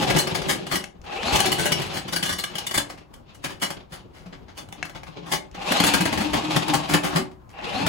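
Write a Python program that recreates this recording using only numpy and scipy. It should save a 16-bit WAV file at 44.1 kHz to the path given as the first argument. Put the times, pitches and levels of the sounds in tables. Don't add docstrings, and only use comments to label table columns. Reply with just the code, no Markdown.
import sys
import numpy as np
from scipy import signal
from scipy.fft import rfft, irfft
from scipy.io import wavfile
from scipy.ndimage import uniform_filter1d

SR = 44100
rng = np.random.default_rng(int(sys.argv[2]) if len(sys.argv) > 2 else 0)


def dump(signal):
    limited = np.clip(np.atleast_2d(signal).T, -1, 1)
    pcm = np.round(limited * 32767).astype(np.int16)
    wavfile.write(sys.argv[1], SR, pcm)


N = 347508
TIME = np.arange(N) / SR
HZ = np.fft.rfftfreq(N, 1 / SR)


def gain_of(db):
    return 10 ** (np.asarray(db) / 20)


def evened(x):
    return x / np.sqrt(np.mean(x ** 2) + 1e-20)


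def read(points, hz):
    f, value = np.transpose(points)
    return np.interp(np.log(hz + 1), np.log(f + 1), value)


def curves(rows):
    s, *columns = np.transpose(rows)
    return [np.interp(TIME, s, c) for c in columns]


def wander(rate_hz):
    noise = rfft(rng.standard_normal(N))
    return evened(irfft(noise / (1 + (HZ / rate_hz) ** 4), N))


def through(x, response):
    return signal.oaconvolve(np.atleast_2d(x), np.atleast_2d(response), axes=1)[:, :N]


def body(colour, low_hz, high_hz, size=4096):
    hz = abs(np.fft.fftfreq(size, 1 / SR)) + 1
    band = np.sqrt((1 + (low_hz / hz) ** 6) * (1 + (hz / high_hz) ** 6))
    log_gain = np.log(np.maximum(gain_of(read(colour, hz)) / band, 1e-5))
    response = np.fft.ifft(np.exp(np.conj(signal.hilbert(log_gain)))).real[:size // 2]
    return response / np.linalg.norm(response)


def ringing(modes, scatter_turns=1):
    t = np.arange(SR) / SR
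    out = np.zeros((2, SR))
    for hz, db, t60 in modes:
        envelope = gain_of(db - 60 * t / t60) * np.sqrt(4 * np.log(1000) / (t60 * SR))
        out += envelope * np.sin(2 * np.pi * (hz * t + scatter_turns * rng.random((2, 1))))
    return out


def contacts(per_s, spread_db):
    size = gain_of(spread_db * np.minimum(rng.exponential(1, N), 3)) * (rng.random(N) < per_s / SR)
    hits = size * rng.choice([-1., 1.], (2, N))
    power = uniform_filter1d(np.mean(hits ** 2, 0), size=500)
    return hits / np.sqrt(abs(power) + 1e-6)


# (frequency [Hz], density [dB per Hz])
AIR_COLOUR = [(20, -6.5), (60, 3.5), (170, -5), (400, -14.5), (1000, -14), (3000, -39.5), (8000, -44.5),
              (16000, -45)]


def air():
    noise = rng.standard_normal((2, N)) * gain_of(2 * wander(6.2))
    return gain_of(-50.5) * through(noise, body(AIR_COLOUR, 13, 18000))


# (frequency [Hz], t60 [s])
ROOM_T60 = [(100, 0.22), (400, 0.43), (1000, 0.28), (4000, 0.18), (8000, 0.19), (15000, 0.11)]


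def room(x, gap_s=.004):
    taps = rng.standard_normal((2, SR)) * (rng.random((2, SR)) < 4000 / SR) * (TIME[:SR] > gap_s)
    hz, t, z = signal.stft(taps, SR, nperseg=256)
    decay = gain_of(-60 * t / read(ROOM_T60, hz)[:, None])
    tail = rfft(signal.istft(z * decay, SR, nperseg=256)[1], 2 * SR)
    colour = uniform_filter1d(uniform_filter1d(abs(tail) ** 2, size=100), size=100)
    return through(x, irfft(tail / np.sqrt(colour))[:, :SR])


# (frequency [Hz], peak gain machine high [dB], peak gain machine lowered [dB], t60 [s])
TUB_MODES = [(168.4, -8, -3, 0.08), (295, -8, 4, 0.22), (373, 9.5, -3.5, 0.11), (573, -7, -18, 0.066),
             (813, 1, -0.5, 0.017), (1087, -14, 3.5, 0.091)]
# (time [s], level [dB])
TUB_DRIVE = [(0, -3.5), (1.4, -4.5), (3, -8.5), (5.25, 4), (5.8, -7), (6.5, 1), (7.15, 5), (7.88, -13)]
LOWERED_S = (1.4, 5.5)


def tub(x):
    x = x * gain_of(curves(TUB_DRIVE)[0])
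    t, out = TIME[:SR // 2], 0
    lowered = np.interp(TIME, LOWERED_S, [0, 1])
    for place, share in enumerate([1 - lowered, lowered]):
        modes = np.zeros(len(t))
        for hz, *db, t60 in TUB_MODES:
            envelope = gain_of(db[place] - 60 * t / t60) * 2 * np.log(1000) / (t60 * SR)
            modes += envelope * np.cos(2 * np.pi * hz * t)
        out = out + through(x * share, modes)
    return out


# (time [s], level [dB], snap above the ring [dB])
CLICKS = [(0.842, -22, -5.5), (1.016, -55, 11), (4.828, -10, -15), (5.514, -51, 7), (7.493, -56, 9.5)]
# (frequency [Hz], level [dB], t60 [s])
HOUSING_MODES = [(740, -14.5, 0.037), (1700, -11.5, 0.023), (1990, -13, 0.011), (2210, -9, 0.029),
                 (2630, -11, 0.022), (4100, -17, 0.03), (5100, -21, 0.012)]


def clicks(snap_s=0.003):
    push, snap = np.zeros((2, N))
    for s, db, snap_db in CLICKS:
        push[int(s * SR)] = gain_of(db)
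        snap[int(s * SR)] = gain_of(db + snap_db)
    crack = rng.standard_normal((2, 1000)) * np.exp(-TIME[:1000] / snap_s)
    crack = through(snap, crack / np.linalg.norm(crack[0]))
    band = signal.butter(2, [600, 3800], "bandpass", fs=SR, output="sos")
    ring = signal.sosfilt(band, through(push, ringing(HOUSING_MODES, scatter_turns=.08)))
    return (ring + through(crack, body(KNOCK_COLOUR, 2500, 8400))) * gain_of([[18], [15]])


# (time [s], frequency [Hz], level [dB], t60 [s])
DRUM_TONES = [(1.454, 368, -23, 0.4), (1.654, 590, -25, 0.29), (2.776, 290.6, -37.5, 0.71),
              (5.801, 285, -16.5, 0.19), (5.812, 845, -17, 0.088), (6.732, 801, -16, 0.16),
              (7.191, 374, -24.5, 0.39), (7.745, 760, -23.5, 0.19)]


def drum_ring(rise_s=0.0024):
    out = np.zeros(N)
    for s, hz, db, t60 in DRUM_TONES:
        t = np.maximum(TIME - s, 0)
        envelope = gain_of(db - 60 * t / t60) * (1 - np.exp(-t / rise_s))
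        out += envelope * np.sin(2 * np.pi * hz * t)
    return out * gain_of(0.72 * wander(31))


# (time [s], level [dB], pitch [Hz])
LURCHES = [(0.01, -36, 175), (0.096, -33, 175.5), (0.125, -34.5, 85), (0.321, -33.5, 81), (0.423, -41, 70),
           (0.515, -42, 90), (0.668, -42, 161), (0.73, -37, 65), (0.99, -43.5, 70), (1.228, -33, 170),
           (1.255, -38, 84), (1.325, -27, 74.5), (1.386, -35, 101), (1.64, -44, 111), (1.852, -38.5, 85),
           (1.953, -38, 90.5), (2.075, -45, 85), (2.115, -39.5, 170), (2.156, -37, 103), (2.222, -33, 165),
           (2.286, -34.5, 170), (2.311, -34.5, 90), (2.549, -40, 174), (2.669, -42.5, 179),
           (2.759, -38, 85), (2.765, -31, 179), (3.915, -41, 161), (3.929, -54, 80), (3.993, -50, 167),
           (4.26, -40, 166), (4.414, -48, 68.6), (4.539, -49, 65), (4.68, -49, 110), (5.312, -40.5, 160),
           (5.52, -41.5, 54.44), (5.572, -43, 175), (5.673, -37, 185), (5.708, -20.5, 239),
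           (5.82, -33, 170), (5.96, -44.5, 109), (6.0, -22.5, 168), (6.11, -33.5, 138), (6.155, -34, 90),
           (6.2, -23, 178), (6.314, -37.5, 85), (6.333, -31, 156), (6.48, -33, 152), (6.554, -24, 157.4),
           (6.927, -36.5, 95), (6.944, -35.5, 168), (7.032, -37.5, 170), (7.149, -26, 163),
           (7.194, -27.5, 237), (7.831, -26, 168), (7.845, -35, 80)]


def lurches(swell_s=0.0088, blur_hz=18.72):
    out = np.zeros(N)
    blur_turns = np.cumsum(blur_hz * wander(38)) / SR
    for (s, db, hz), start_turns in zip(LURCHES, rng.random(len(LURCHES))):
        part = slice(max(int(s * SR), 0), int(s * SR) + SR // 5)
        t = np.maximum(TIME[part] - s, 0)
        u = t / swell_s
        tone = np.sin(2 * np.pi * (hz * t + blur_turns[part] + start_turns))
        out[part] += gain_of(db) * u * np.exp(1 - u) * tone
    return out * gain_of(1.0)


# (time [s], held [s], coasting time constant [s], coasts for [s],
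#                 scrape [dB], rumble [dB], hum [dB], whine [dB])
BURSTS = [(-0.52, 0.44, 0.62, 0.89, 7, 0.5, 10.5, -10), (1.03, 0.31, 0.67, 1.7, 2, -1, 0.5, 0.5),
          (5.535, 1.165, 0.47, 0.53, 1.5, -9, 1, 2), (7.515, 0.61, 0.45, 1.1, -3, -4.5, 1, -4)]
TOP_HZ, SPIN_UP_HZ_PER_S = 310, 990
BRAKE_S, SETTLE_S = 0.035, 0.1783


def drive():
    speed, torque, own_db = np.zeros(N), np.zeros(N), np.zeros((4, N))
    climb_s = TOP_HZ / SPIN_UP_HZ_PER_S
    for s, held, coast, coasts_for, *db in BURSTS:
        on = TIME >= s
        t = TIME[on] - s
        slowing = np.maximum(t - held, 0) / coast
        slowing = slowing + np.maximum(t - held - coasts_for, 0) / BRAKE_S
        climb = t / climb_s / (1 + (t / climb_s) ** 12) ** (1 / 12)
        speed[on] = climb * np.exp(-slowing)
        torque[on] = np.exp(-np.maximum(t - climb_s, 0) / SETTLE_S)
        own_db[:, on] = np.array(db)[:, None]
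    return speed, torque, own_db


def loudness(law, speed, torque):
    full_db, tenfold_db, torque_db = law
    return full_db + tenfold_db * np.log10(speed + 1e-4) + torque_db * torque


# (frequency [Hz], level [dB], t60 [s])
GRIND_MODES = [(803, 0.5, .028), (950, -10.5, 0.018), (1150, -16, 0.013), (1750, -6, 0.0066),
               (2700, -3, 0.0078)]
GRIND_LAW = (-54.5, 9, 16.3)


def grind(tooth_depth=0.3, flutter_db=3, mesh_order=8):
    speed, torque, _ = drive()
    mesh = 1 + tooth_depth * np.sin(2 * np.pi * mesh_order * np.cumsum(TOP_HZ * speed) / SR)
    level = gain_of(loudness(GRIND_LAW, speed, torque) + flutter_db * wander(70))
    level = level * np.minimum(10 * speed, 1)
    return through(contacts(per_s=2500, spread_db=2.5) * mesh * level, ringing(GRIND_MODES))


# (multiple of the shaft, level [dB])
HUM_ORDERS = [(2, -16), (3, -2.5), (4, -17), (6, -17)]
# (multiple of the shaft, level [dB])
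GEAR_ORDERS = [(3, -11), (5, -10), (8, -8), (9, -11), (12, -12), (15, -11), (17, -5), (18, -12)]
# (frequency [Hz], gain [dB])
GEARCASE = [(230, -14.5), (420, 3.5), (600, 5.5), (800, -0.5), (1200, 4), (1600, -10), (2100, -8),
            (2600, 11), (3300, -1.5), (4400, 7), (4900, -10)]
HUM_LAW, WHINE_LAW = (-39.5, 32, 10.6), (-46, 22, 16.9)
CRITICAL_HZ, CRITICAL_WIDTH_HZ, SHAKE_DB = 236, 11, 5.6
TURN_S, HEAVY_AT_S, SWELL_DB = 0.217, 5.84, 7
WAVER, SURGE = 0.035, 0.025


def motor(wobble=0.00503, rough_db=3.5, gear_rough_db=2.0, hum_blur_hz=19, gear_blur_hz=70,
          unbalance_db=1):
    speed, torque, (_, _, hum_db, whine_db) = drive()
    turn = np.cos(2 * np.pi * (TIME - HEAVY_AT_S) / TURN_S)
    drag = (1 - torque) * (WAVER * wander(6) + SURGE * speed * turn)
    shaft_hz = TOP_HZ * speed * (1 + drag)
    hum_db = hum_db + loudness(HUM_LAW, speed, torque)
    nearness = np.exp(-((TOP_HZ * speed - CRITICAL_HZ) / CRITICAL_WIDTH_HZ) ** 2)
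    shake_db = SHAKE_DB * (1 - .5 * torque) * nearness
    whine_db = whine_db + loudness(WHINE_LAW, speed, torque)
    turns = np.cumsum(shaft_hz * (1 + wobble * wander(28.2))) / SR
    rattle_turns = np.cumsum(hum_blur_hz * wander(60.6)) / SR
    shaking_db = hum_db + unbalance_db + SWELL_DB * turn - 2.4 * torque + rough_db * wander(25)
    out = gain_of(shaking_db) * speed ** 5 * np.sin(2 * np.pi * (turns + rattle_turns))
    for orders, level_db, blur_hz, flutter_db, in_case in (
            (HUM_ORDERS, hum_db + shake_db, hum_blur_hz, rough_db, False),
            (GEAR_ORDERS, whine_db, gear_blur_hz, gear_rough_db, True)):
        for multiple, db in orders:
            play_turns = np.cumsum(blur_hz * np.sqrt(multiple / orders[-1][0]) * wander(147.0)) / SR
            case_db = read(GEARCASE, multiple * shaft_hz) if in_case else 0
            line_db = level_db + db + case_db + flutter_db * wander(91)
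            out += gain_of(line_db) * np.sin(2 * np.pi * (multiple * turns + play_turns))
    return out


# (time [s], level [dB])
HANDLING = [(2.6, -49), (2.85, -71.5), (3.2, -48.5), (3.6, -44), (4.05, -52), (4.6, -47), (5.3, -41),
            (5.65, -50), (7.4, -55)]
# (middle [s], half length to 1/e [s], scrape level [dB])
STROKES = [(0.432, 0.027, -32), (1.79, 0.22, -29), (2.27, 0.058, -52), (2.614, 0.077, -34.5),
           (3.306, 0.022, -40.5), (3.545, 0.036, -45), (3.74, 0.07, -42), (3.993, 0.033, -42.5),
           (4.805, 0.027, -39.5), (5.153, 0.1, -44), (5.624, 0.042, -36.5), (5.68, 0.057, -27.5),
           (5.862, 0.025, -36), (6.557, 0.24, -33.5)]
HANDLING_SCRAPE_DB = -7.5
SCRAPE_LAW, RUMBLE_LAW = (-26.5, 24.3, 8.65), (-23, 30.1, -0.96)
CABLE_LAG_S = 0.06


def sliding():
    speed, torque, (scrape_db, rumble_db, _, _) = drive()
    keep = np.exp(-1 / (CABLE_LAG_S * SR))
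    lagged = signal.lfilter([1 - keep], [1, -keep], speed, zi=speed[:1])[0]
    cable = np.minimum(lagged, speed)
    handling = gain_of(curves(HANDLING)[0])
    pushes = handling * gain_of(HANDLING_SCRAPE_DB)
    for s, half_s, db in STROKES:
        pushes = pushes + gain_of(db) * np.exp(-((TIME - s) / half_s) ** 2)
    scrape = gain_of(loudness(SCRAPE_LAW, speed, torque) + scrape_db) + pushes
    rumble = gain_of(loudness(RUMBLE_LAW, cable, torque) + rumble_db) + handling
    return 20 * np.log10([scrape, rumble])


# (frequency [Hz], density [dB per Hz])
SCRAPE_COLOUR = [(25, -13.5), (65, -7.5), (110, -1.5), (170, 4), (250, -1), (360, -1), (450, 0.5), (800, 0),
                 (1900, -9.5), (2600, -3), (4500, -3.5), (8000, -5), (12000, -16.5), (15500, -32.5)]
LUMPS_AT_REST = 0.95


def slide(flutter_db=4.0, lump_db=5.0, tooth_depth=0.032, brightening=0.44):
    scrape_db, rumble_db = sliding()
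    speed = drive()[0]
    turns = np.cumsum(TOP_HZ * speed) / SR
    lump_db = lump_db * (LUMPS_AT_REST + (1 - LUMPS_AT_REST) * speed)
    grit = contacts(per_s=7000, spread_db=0.5) * (1 + tooth_depth * np.sin(2 * np.pi * turns))
    grit = grit * gain_of(flutter_db * wander(27))
    tumble_db = rumble_db - 8.5 + lump_db * np.minimum(wander(21), 1) - 0.39 * curves(TUB_DRIVE)[0]
    rumble = through(grit * gain_of(tumble_db), body(SCRAPE_COLOUR, 27, 433))
    scrape = through(grit * gain_of(scrape_db - 10.5), body(SCRAPE_COLOUR, 506, 3600))
    fizz = grit * gain_of(scrape_db - 19.0 + brightening * (scrape_db + 16.0))
    return rumble + scrape + through(fizz, body(SCRAPE_COLOUR, 5700, 19000))


def ticks(per_s=45, level_db=10, spread_db=5):
    size = gain_of(level_db + sliding()[0] + spread_db * rng.uniform(-1.2, 1, N))
    struck = rng.random(N) < per_s * drive()[0] / SR
    taps = size * struck * rng.uniform(0.27, 1, (2, N))
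    return through(taps, body(KNOCK_COLOUR, 700, 5400))


# (time [s], level [dB], swell [s], hardness [dB], high = steel on steel)
KNOCKS = [(0.01, -24, 0.014, -11), (0.098, -18, 0.0059, -8.5), (0.16, -21, 0.0079, -4.5),
          (0.181, -30.5, 0.0083, 10.5), (0.271, -21.5, 0.0029, -8.5), (0.346, -24, 0.0072, -4.5),
          (0.415, -28, 0.0054, -10), (0.485, -22, 0.015, -2), (0.667, -29.5, 0.003, -7),
          (0.71, -23, 0.016, -6), (0.755, -29, 0.0044, 4), (0.839, -33, 0.00072, -1),
          (1.038, -46, 0.0084, -14), (1.281, -31, 0.0077, -23), (1.324, -26.5, 0.0087, -5),
          (1.355, -27, 0.005, 5), (1.387, -32, 0.0064, 4.5), (1.402, -21.5, 0.0018, 6),
          (1.454, -35, 0.0077, 10), (1.517, -23.5, 0.0055, 2), (1.581, -32.5, .016, 4.5),
          (1.623, -33, 0.01, -7), (1.654, -30.5, 0.0073, 6.5), (1.719, -21.5, 0.0042, 1.5),
          (1.786, -44, 0.0099, 2), (1.815, -29.5, 0.005, -5), (1.858, -45, 0.0065, 2),
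          (1.932, -33, 0.015, -5.5), (1.966, -28.5, 0.0081, -9), (2.078, -32, 0.006, -7),
          (2.124, -24.5, 0.0065, -3), (2.159, -27.5, 0.0055, 3.5), (2.226, -25, 0.0066, -0.5),
          (2.252, -35.5, 0.013, 3), (2.29, -27, 0.0076, -1), (2.325, -41, 0.0049, 11.5),
          (2.383, -32, 0.008, 2), (2.436, -27, 0.0034, 0.5), (2.495, -41, 0.014, -18),
          (2.553, -28, 0.0036, -4), (2.581, -32.5, 0.0033, 3.5), (2.666, -33.5, 0.004, 7.5),
          (2.69, -38.5, 0.0017, -7), (2.71, -26.5, 0.0034, -3.5), (2.74, -23.5, 0.0088, 0),
          (2.776, -16.5, 0.004, -0.5), (2.895, -33, 0.0069, -8.5), (2.974, -43, 0.0071, -13),
          (3.136, -44.5, 0.0035, -1), (3.343, -49.5, 0.0072, -1), (3.439, -25, 0.0089, -6.5),
          (3.491, -37, 0.014, -9.5), (3.617, -22, 0.012, -3), (3.702, -27.5, 0.0047, -5.5),
          (3.917, -38, 0.015, -6), (4.132, -49, 0.034, -11), (4.257, -46.5, 0.0086, -16.5),
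          (4.323, -41, 0.011, -22), (4.48, -46, 0.013, -19.5), (4.57, -37, 0.013, -4.5),
          (4.687, -43, 0.0018, -5), (4.724, -32.5, 0.0023, -6.5), (4.851, -33.5, 0.0035, -7),
          (4.895, -38.5, 0.003, -7.5), (4.947, -37, 0.012, -15.5), (5.032, -36.5, 0.0027, -11.5),
          (5.063, -42, 0.01, -13), (5.259, -38.5, 0.016, -11), (5.316, -21.5, 0.012, -3.5),
          (5.544, -36.5, 0.0071, -15.5), (5.719, -15, 0.0027, -6), (5.801, -12, 0.002, -7),
          (5.836, -15.5, 0.006, -5.5), (5.863, -24.5, 0.0073, 5), (5.935, -15.5, 0.0079, -4.5),
          (6.004, -21, 0.0078, -5), (6.053, -18.5, 0.0044, -6.5), (6.124, -22.5, 0.0072, -9.5),
          (6.173, -23, .007, -9.5), (6.203, -26, 0.011, -7.5), (6.331, -20.5, 0.01, -9.5),
          (6.561, -16, 0.0052, -7.5), (6.681, -25, 0.0027, -3.5), (6.736, -18, 0.008, -4.5),
          (6.888, -25, 0.021, -7), (6.936, -15, 0.0065, -6.5), (7.03, -25, 0.018, -6.5),
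          (7.118, -31.5, 0.013, -18), (7.157, -20, 0.0097, -6), (7.313, -48.5, 0.0038, -11),
          (7.494, -54, 0.013, -5.5), (7.862, -18.5, 0.0078, -9)]
# (frequency [Hz], density [dB per Hz])
KNOCK_COLOUR = [(30, -20), (110, -10.5), (180, -3), (250, -6), (360, -4), (440, -12), (540, 0), (1000, 3.5),
                (1600, 5), (3000, -2), (7000, -4), (9000, -4), (12000, -14.5), (13500, -21.5), (15500, -17)]
# (frequency [Hz], level [dB], t60 [s])
STEEL_MODES = [(1180, -8, .025), (1480, -6, .025), (1640, -4, .025), (1900, -6, .015), (2250, -6, .025),
               (2900, -4, .03), (2960, -3, .04), (3220, -7, .02), (3515, -7, .03), (3760, -8, .015),
               (4037, -7, .03), (4150, -4.5, .06), (4400, -9, .015), (4640, -6, .08), (5050, -11, .015),
               (5475, -9.5, .09), (5739, -13, .08), (5897, -8.5, .1), (6230, -14, .06), (6536, -11.5, .11),
               (7117, -16, .07), (8010, -10, .06), (8845, -9, .1), (9300, -13, .08), (10210, -13, .07),
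               (10940, -14, .06), (11900, -14, .06)]
# (time [s], level [dB])
STEEL_RING = [(0, -17.5), (2.6, -13.5), (2.78, -20.5), (5.5, -18), (7.88, -27)]
THUD_DB, THUD_SPIN_DB = -5, 3
THUD_PER_HARDNESS, RING_PER_HARDNESS = -0.25, 0.92


def knocks(glance=0.16, rattle_db=1, bite=1.135, lead_in=0.17, strike_db=7.0):
    swarm = contacts(per_s=3200, spread_db=2.0) * gain_of(rattle_db * wander(90))
    bands_hz = [(38, 476), (566, 4820), (8100, 22000)]
    parts = [body(KNOCK_COLOUR, low, high) for low, high in bands_hz]
    steps = np.arange(SR // 4)
    steel = np.array([ringing([mode])[:, :SR // 4] for mode in STEEL_MODES])
    strikes = gain_of(strike_db * rng.uniform(-1.3, 1, (len(KNOCKS), len(STEEL_MODES))))
    spots = rng.uniform(-0.88, 1, (len(KNOCKS), 3, 2))
    trim_db = np.array([-3.0, -1.83, -1.0, 18.0])
    speed = drive()[0]
    out = np.zeros((2, N))
    for (s, db, swell, hard_db), strike, spot in zip(KNOCKS, strikes, spots):
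        bass_db = THUD_DB + THUD_SPIN_DB * np.interp(s, TIME, speed) + THUD_PER_HARDNESS * hard_db
        ring_db = np.interp(s, *np.transpose(STEEL_RING)) + RING_PER_HARDNESS * hard_db
        part = slice(max(int(s * SR) - SR // 50, 0), int(s * SR) + SR // 5)
        u = (TIME[part] - s) / max(swell, 1e-4)
        after = np.maximum(u, 0)
        shape = (after * np.exp(1 - after)) ** bite + lead_in * np.exp(-abs(u))
        hit = swarm[:, part]
        echoes = sum(np.sign(side) * np.roll(hit, int(abs(path) * SR / 700) + 8, 1)
                     for side, path in spot)
        hit = hit + glance * echoes
        bent_steps = steps * (1 + .005 * spot[0, 1])
        ring = [np.interp(bent_steps, steps, ear) for ear in np.tensordot(strike, steel, 1)]
        levels_db = db + trim_db + [bass_db, 0, hard_db, ring_db]
        for response, level_db in zip(parts + [ring], levels_db):
            sound = through(hit * shape, response)[:, :len(u)]
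            out[:, part] += gain_of(level_db) * evened(sound) * np.sqrt(np.mean(shape ** 2))
    return out


def scene():
    machine = knocks() + slide() + lurches() + ticks() + grind() + motor() * gain_of([[-1], [-3]])
    machine = machine + tub(machine)
    turning = 2 * np.pi * 0.6056 * TIME
    echoes = room(machine * np.cos(turning)) + room(machine * np.sin(turning))
    switches = clicks()
    out = gain_of(-1.0) * machine + gain_of(-5.0) * echoes
    out = out + gain_of(-3.0) * switches + gain_of(-9.0) * room(switches)
    return out + drum_ring() + air()


# (frequency [Hz], correlation)
LIKENESS = [(50, 0.59), (200, 0.47), (400, 0.0064), (800, -0.067), (3000, 0.2), (5500, 0.06), (7000, 0.81),
            (9000, -0.89), (11200, 0.66), (13200, -0.61), (15000, 0.9)]
# (frequency [Hz], level [dB])
LEFT_LEAN = [(50, 6), (200, 1.5), (700, 2), (2500, 3), (5000, 3), (9000, -0.5)]
EDGE_HZ = 15900


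def record(dry):
    a, b = rfft(dry)
    angle = np.arcsin(np.clip(read(LIKENESS, HZ), -1, 1)) / 2
    lean = gain_of(read(LEFT_LEAN, HZ) / 2)
    left = (a * np.cos(angle) + b * np.sin(angle)) * lean
    right = (b * np.cos(angle) + a * np.sin(angle)) / lean
    pair = irfft(np.array([left, right]), N)
    pair = pair / (1 + (pair / .75) ** 4) ** .25
    low_pass = signal.firwin(511, EDGE_HZ, window=("kaiser", 9), fs=SR)
    return signal.oaconvolve(pair, low_pass[None], "same")


dry = scene()
out = record(dry)
dump(out)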